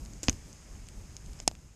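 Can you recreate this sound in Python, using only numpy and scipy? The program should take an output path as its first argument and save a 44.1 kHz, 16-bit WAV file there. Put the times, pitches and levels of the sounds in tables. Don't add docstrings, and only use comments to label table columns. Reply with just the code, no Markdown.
import sys
import numpy as np
from scipy import signal
from scipy.fft import rfft, irfft, next_fast_len
from scipy.io import wavfile
from scipy.ndimage import uniform_filter1d, map_coordinates

SR = 44100
rng = np.random.default_rng(int(sys.argv[2]) if len(sys.argv) > 2 else 0)


def put_to_file(sound):
    columns = np.atleast_2d(sound).T
    safe = np.clip(columns, -1, 1)
    whole_steps = np.round(safe * 32767)
    wavfile.write(sys.argv[1], SR, whole_steps.astype(np.int16))


def magnitude_from_level(level_db):
    exponent = np.asarray(level_db, float) / 20
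    return 10 ** exponent


N = 77175


def unit(x):
    return x / np.sqrt(np.mean(x ** 2) + 1e-20)


def along(points, hz):
    point_hz, value = np.transpose(points)
    return np.interp(np.log(hz + 1), np.log(point_hz + 1), value)


def wobble(rate_hz):
    knots = rng.standard_normal(int(N * rate_hz / SR) + 4)
    return map_coordinates(knots, [np.arange(N) * rate_hz / SR])


def filtered(x, response):
    length = x.shape[-1]
    size = next_fast_len(length + 8192)
    spectrum = rfft(x, size) * response(np.fft.rfftfreq(size, 1 / SR))
    return irfft(spectrum, size)[..., :length]


def patchy(patchy_db):
    cells = signal.stft(rng.standard_normal(N + 512), nperseg=512)[2]
    field = uniform_filter1d(rng.standard_normal(cells.shape), size=6, axis=0)
    field = uniform_filter1d(field, size=10, axis=1)
    return signal.istft(cells * magnitude_from_level(patchy_db * unit(field)), nperseg=512)[1][:N]


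def add(out, start_s, x):
    part = out[round(start_s * SR):][:len(x)]
    part += x[:len(part)]


def bursts(rows, spatter_db):
    spatter_t60_s = 0.0042
    echo_db, echo_t60_s, echo_top_hz = -27, 0.03, 6500
    out, t = np.zeros(N), np.arange(SR // 10) / SR
    noise = rng.standard_normal((len(rows), 2, len(t)))
    noise[:, 1] = filtered(noise[:, 1], lambda hz: 1 / (1 + (hz / echo_top_hz) ** 4))
    for (start_s, peak_db, low_hz, top_hz), (tearing, scatter) in zip(rows, noise):
        spatter = magnitude_from_level(spatter_db - 60 * t / spatter_t60_s) * tearing
        echo = magnitude_from_level(echo_db - 60 * t / echo_t60_s) * scatter
        burst = spatter + echo
        burst[0] = 1
        low_pass = signal.butter(8, min(top_hz, SR * .45), fs=SR, output="sos")
        high_pass = signal.butter(2, low_hz, "high", fs=SR, output="sos")
        band = np.vstack([low_pass, high_pass])
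        add(out, start_s, magnitude_from_level(peak_db) * signal.sosfilt(band, burst))
    return out


def sap_pops():
    # start_s, peak_db, low_hz, top_hz
    pockets = [(.2835, -8.5, 1190, 6500), (.28405, 1.5, 400, 4560), (.2845, -24, 1500, 6240),
               (.2853, -10.5, 1770, 5430), (.2857, -12, 2500, 6500), (.2961, -19, 6960, 11900),
               (.2962, -7, 800, 4180), (1.4773, -5.5, 1490, 10900), (1.4777, -6, 1730, 5200),
               (1.4782, -5.5, 3000, 10250), (1.4799, -16, 2000, 8000)]
    return bursts(pockets, spatter_db=-17)


def log_knocks():
    # start_s, level_db, pitch_hz, t60_s, first_swing (+1 out, -1 in)
    modes = [
        (.2840, -24.5, 700, 0.022, 1),
        (0.2856, -18, 279, 0.02, 1),
        (0.2875, -17, 81, 0.044, -1),
        (.2881, -15, 269, 0.021, -1),
        (0.2956, -15, 6330, 0.0033, 1),
        (1.4008, -34.5, 650, 0.0071, 1),
        (1.4772, -11.5, 738, .011, 1),
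        (1.4779, -9.5, 5480, 0.0023, 1),
        (1.4781, -18, 267, 0.011, -1),
        (1.5135, -32.5, 660, 0.0069, 1),
    ]
    rise_s = 0.00023
    out, t = np.zeros(N), np.arange(SR // 8) / SR
    for start_s, level_db, pitch_hz, t60_s, first_swing in modes:
        envelope = magnitude_from_level(level_db - 60 * t / t60_s) * (1 - np.exp(-t / rise_s))
        add(out, start_s, np.sign(first_swing) * envelope * np.sin(2 * np.pi * pitch_hz * t))
    return out


def steam():
    # pitch_hz, density_db (dB per Hz)
    jet_spectrum = [(100, -120), (250, 16), (600, 1), (1500, -7.5), (4000, -8.5), (7500, -3), (9500, -14.5),
                    (13500, -17)]
    start_s, level_db = .2317, -47.5
    hold_s, t60_s = 0.0092, 0.0091
    after_db, after_t60_s = -5.5, 0.33
    t = np.arange(N) / SR - start_s
    after = np.maximum(t - hold_s, 0)
    shape = (t > 0) * (magnitude_from_level(-60 * after / t60_s) + magnitude_from_level(after_db - 60 * after / after_t60_s))
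    jet = unit(filtered(rng.standard_normal(N), lambda hz: magnitude_from_level(along(jet_spectrum, hz))))
    return magnitude_from_level(level_db + 2.0 * wobble(400)) * shape * jet


def ticks():
    # start_s, peak_db, low_hz, top_hz
    snaps = [(.0512, -38, 2970, 10100), (.0597, -29.5, 3030, 6500), (.0775, -48, 4900, 7900),
             (.1350, -31.5, 4500, 7500), (.2978, -20, 4500, 8000), (.3287, -30, 1480, 6960),
             (.5292, -33, 4470, 7200), (.752, -32, 1500, 3000), (.8689, -33, 4000, 6500),
             (.8869, -30.5, 2000, 8400), (.8870, -40, 8500, 13800), (1.108, -43.5, 2000, 4500),
             (1.1666, -24, 2270, 7200), (1.1667, -39, 8100, 13400), (1.2615, -32, 4500, 7900),
             (1.3329, -37, 3500, 11500), (1.3905, -39, 4000, 7000), (1.4012, -21.5, 1260, 7250),
             (1.5135, -27.5, 2500, 6500), (1.5519, -27.5, 1500, 3430), (1.5522, -37, 4500, 7000)]
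    return bursts(snaps, spatter_db=-13)


def flames():
    # pitch_hz, density_db (dB per Hz)
    roar_spectrum = [(12, -120), (20, -4.5), (45, 1), (100, -8.5), (230, -15.5), (420, -27), (900, -34.5),
                     (2000, -51)]
    # pitch_hz, density_db (dB per Hz)
    hiss_spectrum = [(100, -120), (300, 4.5), (1000, -0.5), (2500, -5.5), (4200, -10), (7000, -9),
                     (11000, -19), (14500, -28.5)]
    # time_s, level_db
    draught = [(0, 4.5), (.09, -2.5), (0.171, 2.5), (0.231, 3.5), (.3, 9), (.37, -4), (.48, 1.5), (.6, 1),
               (.7, -3), (.78, -4), (.9, 3.5), (1.0, 3.5), (1.15, 1), (1.3, 3.5), (1.42, 2), (1.55, 1.5),
               (1.63, 1.5), (1.75, -1)]
    # time_s, gain_db
    gain_steps = [(0, -2), (.3, 1), (.42, 0), (1.3, -2), (1.436, 1), (1.445, -8.5), (1.5, -4.5), (1.54, -6),
                  (1.75, -7.5)]
    roar_db, roar_swell_db, hiss_db = -47, 3.5, -63.5
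    fizz_db, fizz_per_s, fizz_spread_db = -14, 600, 2
    t = np.arange(N) / SR

    roar = unit(filtered(rng.standard_normal(N), lambda hz: magnitude_from_level(along(roar_spectrum, hz))))
    draught_db = np.interp(t, *np.transpose(draught))
    roar = roar * magnitude_from_level(roar_swell_db * wobble(14.02) + draught_db)

    chance = rng.random((2, N))
    crack_size = magnitude_from_level(-fizz_spread_db * np.log(chance[1] + 1e-3))
    cracks = (chance[0] < fizz_per_s / SR) * crack_size
    gas = unit(patchy(patchy_db=0.76)) + magnitude_from_level(fizz_db) * unit(cracks)
    hiss = unit(filtered(gas, lambda hz: magnitude_from_level(along(hiss_spectrum, hz))))
    hiss = hiss * magnitude_from_level(0.39 * wobble(7.22))

    gain_db = np.interp(t, *np.transpose(gain_steps))
    return magnitude_from_level(gain_db) * (magnitude_from_level(roar_db) * roar + magnitude_from_level(hiss_db) * hiss)


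def scene():
    fire = flames() + sap_pops() + ticks() + log_knocks() + steam()
    return fire[None]


def roll_off(x):
    return signal.sosfilt(signal.butter(12, 15200, fs=SR, output="sos"), x)


def record(dry):
    # centre_hz, width_hz, level_db (over flat)
    port_modes = [(2470, 1330, -2.5), (5200, 486, 7.5), (6500, 750, 11), (7620, 2200, 3)]
    top_hz = 13800

    def response(hz):
        port = 1
        for centre_hz, width_hz, level_db in port_modes:
            damping = 1j * hz * width_hz
            port = port + magnitude_from_level(level_db) * damping / (centre_hz * centre_hz - hz * hz + damping)
        return port / np.sqrt(1 + (hz / top_hz) ** 70)

    heard = filtered(dry, response)
    return roll_off(heard)


dry = scene()
out = record(dry)
put_to_file(out)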